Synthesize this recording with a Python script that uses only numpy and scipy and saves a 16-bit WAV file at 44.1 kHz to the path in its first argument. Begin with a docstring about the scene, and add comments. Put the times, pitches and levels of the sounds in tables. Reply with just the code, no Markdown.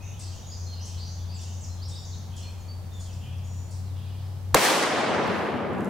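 """One rifle shot at a wooded range, heard from just behind the shooting bench: shaped noise cracks,
a low-mid tone and noise resonances ring. The woods scatter it back as ever darker noise, the hills add a low roll.
Before it, gliding tones and raspy noise make birds sing and chip in the trees over a distant engine's hum,
built from a few sines. The blast overloads the microphone and slams the gain down; small ticks and faint swells
of treble hiss follow."""
import sys
import numpy as np
from scipy import signal
from scipy.fft import rfft, irfft, next_fast_len
from scipy.io import wavfile
from scipy.ndimage import uniform_filter1d

SR = 44100
rng = np.random.default_rng(int(sys.argv[2]) if len(sys.argv) > 2 else 0)


def to_wav(s):
    """Save 16-bit WAV."""
    ch = np.atleast_2d(s).T  # columns
    pcm = np.round(np.clip(ch, -1, 1) * 32767)  # PCM
    wavfile.write(sys.argv[1], SR, pcm.astype(np.int16))


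N = 259837
TIME = np.arange(N) / SR

SHOT_S = 4.5447  # when the rifle fires
SHOT_DB = 34  # lift of the whole shot above the levels set in its layers
# Stereo width of the returning sound. Each row: frequency in Hz, left-right likeness (1 is mono).
ECHO_SAME = [(60, 0.77), (1400, 0.69), (3100, 0.69), (6800, 0.33), (15000, .25)]


def gain_of(db):
    """Decibels to gain."""
    return 10 ** (np.asarray(db) / 20)


def evened(x):
    """Scales to rms 1."""
    return x / np.sqrt(np.mean(x ** 2) + 1e-20)


def read(points, hz):
    """Reads a spectrum on a log-frequency axis."""
    f, value = np.transpose(points)
    return np.interp(np.log(hz + 1), np.log(f + 1), value)


def follow(rows, t):
    """Reads every column of a curve at times t."""
    s, *columns = np.transpose(rows)
    return [np.interp(t, s, c) for c in columns]


def add(mix, s, sound):
    """Mixes a sound in at time s."""
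    part = mix[..., max(round(s * SR), 0):][..., :sound.shape[-1]]
    part += sound[..., :part.shape[-1]]


def coloured(x, points):
    """Gives a sound the listed spectrum, at rms 1."""
    size = next_fast_len(x.shape[-1], True)
    shaped = rfft(x, size) * gain_of(read(points, np.fft.rfftfreq(size, 1 / SR)))
    return evened(irfft(shaped, size)[..., :x.shape[-1]])


def pair(a, b, same):
    """Two channels of the given likeness from two unrelated signals."""
    same = np.clip(same, -1, 1)
    mid = np.sqrt((1 + same) / 2) * a
    side = np.sqrt((1 - same) / 2) * b
    return np.array([mid + side, mid - side])


def noise(size, same):
    """White stereo noise whose channels are alike as listed by frequency."""
    full = next_fast_len(size, True)
    likeness = read(same, np.fft.rfftfreq(full, 1 / SR))
    first, second = rfft(rng.standard_normal((2, full)))
    return irfft(pair(first, second, likeness), full)[:, :size]


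def wander(size, hz):
    """Smooth chance that changes about hz times a second."""
    knots = rng.standard_normal(4096)
    return np.interp(np.arange(size) * hz / SR, np.arange(len(knots)), knots)


def squash(x, drive, bias):
    """Lopsided overload: one side of the wave flattens before the other."""
    return (np.tanh(drive * x + bias) - np.tanh(bias)) / drive


def resonate(x, hz, width):
    """A moving resonance: shifts the curve hz down to zero, smooths twice, and shifts back."""
    turn = np.exp(2j * np.pi * np.cumsum(hz) / SR)
    r = np.exp(-np.pi * width / SR)
    return (turn * signal.lfilter([(1 - r) ** 2], [1, -2 * r, r * r], x / turn)).real


def swells(rows):
    """The gain of a few bell-shaped swells that add in power."""
    return np.sqrt(sum(gain_of(db) ** 2 * np.exp(-((TIME - s) / half_s) ** 2) for s, db, half_s in rows))


def background(level_db=-42.5, swell_db=0.18):
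    """Leaves and far-off rumble: wide coloured noise, swelling slightly."""
    # Outdoor air. Each row: frequency in Hz, level in dB.
    air_colour = [(20, -6), (40, -8), (60, 1.5), (90, 2.5), (130, -2.5), (190, -5.5), (280, -16),
                  (450, -18), (850, -18), (1400, -27.5), (2200, -31.5), (5000, -32), (10000, -38),
                  (16000, -38.5)]
    # Its stereo width. Each row: frequency in Hz, left-right likeness (1 is mono).
    air_same = [(25, 0.95), (60, 0.89), (130, 0.62), (290, 0.51), (1400, 0.5), (6000, 0.12), (15000, 0.075)]
    return gain_of(level_db + swell_db * wander(N, 3.74)) * coloured(noise(N, air_same), air_colour)


def engine(flutter=0.12, left_db=1.63):
    """A far engine: only its lowest orders carry, and the air makes them waver."""
    # The engine's pace. Each row: time in seconds, firing rate in Hz, level in dB.
    pace = [(0.0, 92.5, -45), (0.05, 94.4, -38), (0.16, 95.8, -40), (0.3, 91.6, -32.5), (0.41, 91.6, -41.5),
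            (0.59, 89.2, -41), (0.63, 89.3, -34.5), (1.13, 89.7, -37), (1.25, 89, -32.5),
            (1.64, 89.9, -37.5), (1.66, 90.1, -39), (1.71, 89.4, -33.5), (2.23, 90.8, -38.5),
            (3.64, 90.4, -34.5), (3.7, 90.4, -39), (3.74, 91.6, -32.5), (4.24, 94, -34.5),
            (4.52, 93.2, -32)]
    # Strength of the side orders against the median firing level. Each row: time in seconds, level in dB.
    load = [(0, -20), (2.9, -36), (3.15, 1), (4.0, 1.5), (4.5, -7)]
    # The side orders. Each row: multiple of the firing rate, level in dB.
    orders = [(.65, -34), (1.39, -12.5), (2, -22.5)]
    hz, db = follow(pace, TIME)
    load_db, = follow(load, TIME)
    phase = 2 * np.pi * np.cumsum(hz) / SR
    hum = gain_of(db) * (1 + flutter * wander(N, 24.72)) * np.sin(phase)
    for k, order_db in orders:
        level = gain_of(np.median(db) + load_db + order_db) * (1 + 0.18 * wander(N, 3.3))
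        hum = hum + level * np.sin(k * phase + 0.13 * wander(N, 7.9))
    return np.sqrt(2) * hum * gain_of([[left_db], [-left_db]])


def trees(x, t60=1.0, build_s=0.0024, leaf_loss=30):
    """Trunks and leaves scatter a call into a soft tail; the leaves soak up its treble first."""
    hz, t, z = signal.stft(noise(SR, [(2000, 0.86), (9000, 0.42)]), SR, nperseg=256)
    loss = 60 / t60 + leaf_loss * (hz[:, None] / 8000) ** 3  # dB per second
    z = z * gain_of(-loss * t) * (1 - np.exp(-t / build_s))
    tail = signal.istft(z, nperseg=256)[1]
    return signal.fftconvolve(x[None], tail / np.linalg.norm(tail[0]), axes=1)[:, :N]


def note(hz, db, clear, wet_db=-1.0, buzz_db=-5, buzz_width_hz=660, tremble_db=3.0):
    """One note along the curve hz, as (direct, into the trees); less clear means more buzz and less direct."""
    clear = np.clip(clear, 0, 1)
    blur = (1 - clear) ** 2
    hz = hz * (1 + .045 * blur * wander(len(hz), 400))
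    whistle = np.sqrt(2) * np.sin(2 * np.pi * np.cumsum(hz) / SR)
    buzz = gain_of(buzz_db) * evened(resonate(rng.standard_normal(len(hz)), hz, buzz_width_hz))
    shape = gain_of(db + tremble_db * wander(len(hz), 108)) * signal.windows.tukey(len(hz), .25)
    return shape * np.array([clear * whistle, gain_of(wet_db) * (0.39 * whistle + 2 * blur * buzz)])


def songbirds(scoop=0.013, scoop_s=0.014, linger=2.0, slur_swell_db=3, mew_rise=0.059, mew_clear=.45):
    """Whistles scoop up to pitch; slurs linger at their high end, louder low down; nasal calls ease upward."""
    # Each row: start in seconds, length in seconds, pitch in Hz, level in dB before clearness, clearness 0-1.
    whistles = [(0, 0.069, 2540, -50.5, 0.38), (0.462, 0.066, 6720, -45, 0.4),
                (.495, 0.049, 4900, -43, 0.35), (0.659, 0.091, 4240, -44.5, 0.54),
                (0.748, 0.09, 4900, -48.5, 0.43), (1.0, 0.069, 4740, -46.5, 0.44),
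                (1.048, 0.08, 5750, -49, 0.47), (1.185, .05, 3520, -52, 0.32),
                (1.273, 0.075, 4690, -45.5, 0.32), (1.38, 0.061, 3530, -57, .7),
                (1.684, 0.078, 4170, -53, 0.6), (1.912, 0.039, 3695, -45, 0.41),
                (1.977, .14, 7120, -53.5, 0.4), (2.137, 0.098, 4240, -58, 0.6),
                (2.422, .075, 4250, -51.5, 0.74), (2.679, 0.075, 4567, -52, 0.99),
                (3.09, 0.054, 2619, -57, 0.49), (3.224, 0.057, 3000, -60, 0.66), (3.69, .04, 4515, -62, .9)]
    # Each row: start in seconds, length in seconds, first pitch in Hz, last pitch in Hz,
    # level in dB before clearness, clearness 0-1.
    slurs = [(0.801, 0.064, 5400, 6460, -43.5, 0.28), (.97, 0.043, 3920, 4700, -42, 0.2),
             (1.34, 0.06, 7720, 4900, -44.5, 0.33), (1.606, 0.047, 7820, 4600, -42.5, .38),
             (1.815, 0.056, 4200, 5520, -43, 0.48), (1.949, .06, 4440, 5530, -43, 0.46),
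             (2.046, 0.052, 6380, 5300, -45, 0.45), (2.11, 0.036, 4396, 3590, -49, 0.43),
             (2.602, 0.039, 6830, 6070, -52, 0.55), (2.91, .1, 3640, 3370, -53, 0.56),
             (3.05, 0.065, 3300, 2750, -54, 0.46), (3.12, .025, 5990, 4720, -51.5, 0.5),
             (3.373, 0.024, 6200, 4440, -56, 0.59), (3.836, 0.089, 4440, 3316, -60, 0.68),
             (3.94, 0.079, 3500, 2430, -56, 0.33), (4.25, 0.028, 5200, 3710, -60, .55)]
    # Nasal calls. Each row: start in seconds, length in seconds, final pitch in Hz, level in dB before partials.
    mews = [(2.926, 0.081, 1173, -55), (3.099, 0.085, 1205, -55), (3.426, .24, 1175, -52.5)]
    # Partials of a nasal call. Each row: multiple of the pitch, level in dB.
    mew_partials = [(5, -7), (6, -1), (7, -14)]
    out = np.zeros((2, N))  # direct, into the trees
    for s, length, hz, db, clear in whistles:
        t = np.arange(int(length * SR)) / SR
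        add(out, s, note(hz * (1 - scoop * np.exp(-t / scoop_s)), db, clear))
    for s, length, from_hz, to_hz, db, clear in slurs:
        u = np.linspace(0, 1, int(length * SR))
        below_top = (u if from_hz > to_hz else 1 - u) ** linger
        hz = max(from_hz, to_hz) - abs(to_hz - from_hz) * below_top
        add(out, s, note(hz, db + slur_swell_db * (below_top - .5), clear))
    for s, length, hz, db in mews:
        u = np.linspace(0, 1, int(length * SR))
        for k, partial_db in mew_partials:
            add(out, s, note(k * hz * (1 - mew_rise * (1 - u) ** 2), db + partial_db, mew_clear))
    direct, scattered = out
    return direct + trees(scattered)


def twitter(note_s=.03, spread_hz=700, glide=.08, rasp=0.0372, count=16):
    """Far birds: each burst is a run of short random glides, heard only through the trees."""
    # Bursts deeper in the woods. Each row: start in seconds, length in seconds, centre in Hz, level in dB.
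    bursts = [(0, 0.057, 6180, -52.5), (0.042, 0.46, 3342, -61.5), (.21, .06, 4770, -53.5),
              (0.284, 0.11, 6270, -54.5), (0.519, 0.13, 6420, -53), (0.684, 0.28, 3253, -60),
              (1.05, .08, 6310, -52.5), (1.3, 0.21, 3100, -60.5), (1.414, .22, 6300, -55),
              (1.76, 0.064, 3616, -58.5), (2.05, 0.12, 6170, -57), (2.099, .14, 4122, -64),
              (2.299, .16, 3040, -57), (3.201, 0.13, 3076, -57), (3.957, 0.25, 3092, -63),
              (3.942, 0.3, 4486, -67)]
    out, u = np.zeros(N), np.linspace(-1, 1, int(note_s * SR))
    for s, length, centre_hz, db in bursts:
        burst = np.zeros(int(length * SR) + len(u))
        for k, (when, pitch, slope) in enumerate(rng.uniform(-1, 1, (count, 3))):
            bend = np.exp(glide * slope * u + rasp * wander(len(u), 705))
            hz = (centre_hz + spread_hz * pitch) * bend
            chirp = np.hanning(len(u)) * np.sin(2 * np.pi * np.cumsum(hz) / SR)
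            add(burst, (k + when / 2) / count * length, chirp)
        add(out, s - note_s / 2, gain_of(db) * evened(burst))
    return trees(out)


def chips(length_s=0.024, direct_db=-3, wet_db=4, top_hz=9300, bottom_hz=4500, rasp=0.52, rasp_hz=1500):
    """A bird's hard chip: a raspy plunge in pitch that sets the woods ringing."""
    # Sharp calls. Each row: start in seconds, level in dB before the direct and wet gains.
    calls = [(0.192, -43), (0.853, -45), (1.412, -46.5), (1.882, -46), (2.361, -46.5), (2.998, -47),
             (3.707, -50)]
    # Colour of the rasp. Each row: frequency in Hz, level in dB.
    chip_colour = [(1500, -44), (2600, -38), (4000, 2), (5000, 7.5), (7000, 1.5), (8800, -9), (10500, -4),
                   (14000, -22), (16000, -34)]
    dry, u = np.zeros(N), np.linspace(0, 1, int(length_s * SR))
    hz = top_hz * (bottom_hz / top_hz) ** u
    shape = signal.windows.tukey(len(u), .15) * np.exp(-.8 * u)
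    for s, db in calls:
        plunge = evened(resonate(rng.standard_normal(len(u)), hz, rasp_hz))
        call = 0.78 * plunge + rasp * coloured(rng.standard_normal(len(u)), chip_colour)
        add(dry, s, gain_of(db) * call * shape)
    return gain_of(direct_db) * dry + gain_of(wet_db) * trees(dry, t60=0.98)


def muzzle(crack_db=-5, hold_s=0.0028, fall_s=0.0016, rise_s=0.00021):
    """The crack: a few milliseconds of violent broadband pressure."""
    # Colour of the crack. Each row: frequency in Hz, level in dB.
    crack_colour = [(40, -15), (150, 2.5), (600, -5.5), (1150, 1), (2600, -20), (3600, -6), (5600, -15),
                    (7200, -9.5), (9700, -19.5), (12000, -16), (16000, -24)]
    lead = 128  # samples of rise ahead of the shot
    t = (np.arange(2048) - lead) / SR
    shape = np.exp(np.minimum(t, 0) / rise_s - np.maximum(t - hold_s, 0) / fall_s)
    blast = coloured(noise(len(t), [(500, 1.0), (9000, 0.94)]), crack_colour)
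    out = np.zeros((2, N))
    add(out, SHOT_S - lead / SR, gain_of(crack_db) * shape * blast)
    return out


def low_ring(level_db=-18, hz=410, fall_s=0.015, rise_s=.002):
    """A short, decaying low-mid ring of wavering pitch, its swings flattened on one side."""
    t = np.arange(8192) / SR
    swing = np.sin(2 * np.pi * np.cumsum(hz * (1 + 0.14 * wander(len(t), 226))) / SR)
    wave = squash(swing, 2.5, -1.2)
    shape = np.exp(-t / fall_s) * (1 - np.exp(-t / rise_s))
    out = np.zeros(N)
    add(out, SHOT_S, gain_of(level_db) * evened(wave - wave.mean()) * shape)
    return out


def bench(level_db=-14, fall_s=0.028, rise_s=0.0011, fizz_db=-15):
    """The blast rings round the bench and the ground, squared off by the overloaded microphone."""
    # Centre of the ringing. Each row: seconds after the shot, frequency in Hz.
    centre_curve = [(0, 534), (.012, 543), (.02, 796), (.028, 1200), (.04, 900), (.15, 800)]
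    # Resonances. Each row: multiple of the centre, width in Hz, level in dB.
    resonances = [(.65, 198.2, -4.5), (1, 323, -1.5), (2.2, 600, -4)]
    t = np.arange(8192) / SR
    centre, = follow(centre_curve, t)
    push = noise(len(t), [(400, 0.93), (3000, 0.79)])
    ring = evened(sum(gain_of(db) * evened(resonate(push, k * centre, width)) for k, width, db in resonances))
    wave = squash(ring, 3.2, -1.6)
    fizz_colour = [(1000, -6), (3000, -21), (7000, -8), (16000, -8)]  # (Hz, dB)
    fizz = gain_of(fizz_db) * coloured(noise(len(t), ECHO_SAME), fizz_colour)
    shape = np.exp(-t / fall_s) * (1 - np.exp(-t / rise_s))
    out = np.zeros((2, N))
    add(out, SHOT_S, gain_of(level_db) * (evened(wave - wave.mean()) + fizz) * shape)
    return out


def stands(t):
    """Power and brightness of the scatter at times t: each stand's return swells and dies away."""
    # Stands of trees, near to far. 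Each row: peak time in seconds, level in dB before SHOT_DB,
    # rise in dB per second, fade in dB per second, brightness in dB per octave.
    stand_rows = [(4.574, -23, 420, 400, -1), (4.64, -20.5, 104, 26.5, 0.98), (4.99, -29.5, 150, 11, 0),
                  (5.27, -29.5, 23, 17.5, 0)]
    powers = []
    for s, db, rise, fade, _ in stand_rows:
        below_peak_db = np.maximum(rise * (s - t), fade * (t - s))
        powers.append(gain_of(db - below_peak_db) ** 2 + 1e-20)
    powers = np.array(powers)
    total = powers.sum(0)
    return total, np.array(stand_rows)[:, -1] @ powers / total


def woods(patchy_db=1.0, slap_s=0.002, drive=0.49, overload_s=0.32, bias=0.23):
    """Countless reflections, losing treble with distance; the first ones still overload the microphone."""
    # Colour of the early scatter. Each row: frequency in Hz, level in dB.
    early_colour = [(40, -40), (120, -11), (300, -3), (480, -0.5), (680, -0.5), (1000, -2), (1300, -5),
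                    (1800, -5.5), (2600, -9.5), (5000, -13), (8600, -18), (12000, -22.5), (16000, -32)]
    # Loss along the path. Each row: frequency in Hz, loss in dB per second.
    path_loss = [(60, -3), (300, -7.5), (700, -2), (1300, 0), (2800, 7.5), (5500, 20.5), (9000, 33.5),
                 (15000, 86)]
    # Stereo lean. Each row: frequency in Hz, left minus right in dB.
    left_lean = [(200, 1.5), (400, 2), (1200, 0), (8000, .5)]
    # Single slaps from banks and trunks. Each row: start in seconds, level in dB before SHOT_DB.
    slaps = [(4.591, -27), (4.649, -23.5), (4.677, -27), (4.70, -25), (4.825, -23), (4.834, -22.5),
             (4.996, -35), (5.146, -25)]
    hz, t, z = signal.stft(noise(N, ECHO_SAME), SR, nperseg=512, noverlap=384)
    _, bright = stands(t)
    hz, age = hz[:, None], np.maximum(t - SHOT_S - .1, 0)
    tilt_db = bright * np.log2(np.maximum(hz / 1300, 1))
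    colour = gain_of(read(early_colour, hz) - read(path_loss, hz) * age + tilt_db)
    # hold the middle band level, so that it does not fade with the treble
    middle = (hz > 600) & (hz < 2000)
    colour /= np.sqrt(np.mean(colour ** 2 * middle, axis=0))
    patches = uniform_filter1d(rng.standard_normal(colour.shape), size=7, axis=0)
    patches = evened(uniform_filter1d(patches, size=6, axis=1))
    lean = gain_of(np.array([1, -1])[:, None, None] * read(left_lean, hz) / 2)
    z = z * colour * lean * gain_of(patchy_db * patches)
    wash = signal.istft(z, nperseg=512, noverlap=384)[1][:, :N]
    wash = squash(wash, 0.014 + drive * np.exp(-np.maximum(TIME - SHOT_S, 0) / overload_s), bias)
    power, _ = stands(TIME)
    u = np.arange(4000) / SR / slap_s
    for s, slap_db in slaps:  # a large surface returns one louder clump
        add(power, s, (gain_of(slap_db) * u * np.exp(1 - u)) ** 2)
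    wash = wash * np.sqrt(power) * np.clip((TIME - SHOT_S) / 0.0041, 0, 1)
    # high-pass: removes the low rumble that the overload curve adds to the wash
    return signal.sosfilt(signal.butter(2, 80, "high", fs=SR, output="sos"), wash)


def hills(level_db=-0.5, between_db=-47, left_db=1.3):
    """The low roll comes back in waves, over a faint steady rumble."""
    # Waves of the roll. Each row: peak time in seconds, level in dB before level_db, half-length in seconds.
    rolls = [(4.57, -31.5, .025), (4.83, -40, .015), (4.98, -35.5, .03), (5.13, -30.5, 0.042),
             (5.28, -32, 0.075), (5.42, -34.5, .04), (5.56, -31, 0.038), (5.67, -37, 0.062),
             (5.84, -29, 0.13)]
    # Colour of the roll. Each row: frequency in Hz, level in dB.
    roll_colour = [(25, -45), (40, -19), (55, -22), (90, -4.5), (150, -5.5), (210, 3), (300, -10),
                   (500, -34), (1200, -59)]
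    rumble = coloured(noise(N, ECHO_SAME), roll_colour) * gain_of([[left_db], [-left_db]])
    waves = np.hypot(swells(rolls), gain_of(between_db))
    return rumble * gain_of(level_db) * waves * np.clip((TIME - SHOT_S) / .004, 0, 1)


def ticks_and_hiss(fall_s=0.0011, floor_db=-70):
    """Tiny dry ticks of decaying noise, and faint swells of treble hiss after the shot."""
    # Faint handling ticks. Each row: start in seconds, level in dB before SHOT_DB.
    ticks = [(5.2764, -41), (5.7334, -49), (5.785, -50), (5.807, -46), (5.8465, -43), (5.856, -46)]
    # Hiss swells. Each row: peak time in seconds, level in dB before SHOT_DB, half-length in seconds.
    hisses = [(5.38, -60, 0.12), (5.89, -62, 0.077)]
    # Colour of both. Each row: frequency in Hz, level in dB.
    treble_colour = [(1500, -18), (6500, 12.5), (12000, 10), (16000, -13)]
    out, t = np.zeros((2, N)), np.arange(1024) / SR
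    for s, db in ticks:
        add(out, s, gain_of(db) * np.exp(-t / fall_s) * coloured(noise(len(t), ECHO_SAME), treble_colour))
    hiss_gain = np.hypot(swells(hisses), gain_of(floor_db)) * (TIME > SHOT_S)
    return out + hiss_gain * coloured(noise(N, ECHO_SAME), treble_colour)


def scene(low_cut_hz=45):
    """The quiet range, then the shot far above it, with little of its deepest bass."""
    shot = muzzle() + low_ring() + bench() + woods() + hills() + ticks_and_hiss()
    shot = signal.sosfilt(signal.butter(1, low_cut_hz, "high", fs=SR, output="sos"), shot)
    return background() + engine() + songbirds() + twitter() + chips() + gain_of(SHOT_DB) * shot


def record(dry, ceiling=0.5, recovery_db=0.53, edge_hz=15850):
    """The input clips, the gain drops at once and creeps back (dB a second); then the band limit."""
    rail = ceiling * gain_of(SHOT_DB)
    clipped = dry / (1 + (dry / rail) ** 8) ** (1 / 8)
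    over_db = 20 * np.log10(np.maximum(abs(clipped).max(0) / ceiling, 1))
    # the deepest cut so far, less what has crept back since
    duck_db = np.maximum.accumulate(over_db + recovery_db * TIME) - recovery_db * TIME
    ahead = 100  # samples by which the gain drop leads the peak
    ducked = clipped * gain_of(-np.pad(duck_db[ahead:], (0, ahead), "edge"))
    band_limit = signal.firwin(511, edge_hz, window=("kaiser", 9), fs=SR)
    return signal.oaconvolve(ducked, band_limit[None], "same")


dry = scene()
out = record(dry)
to_wav(out)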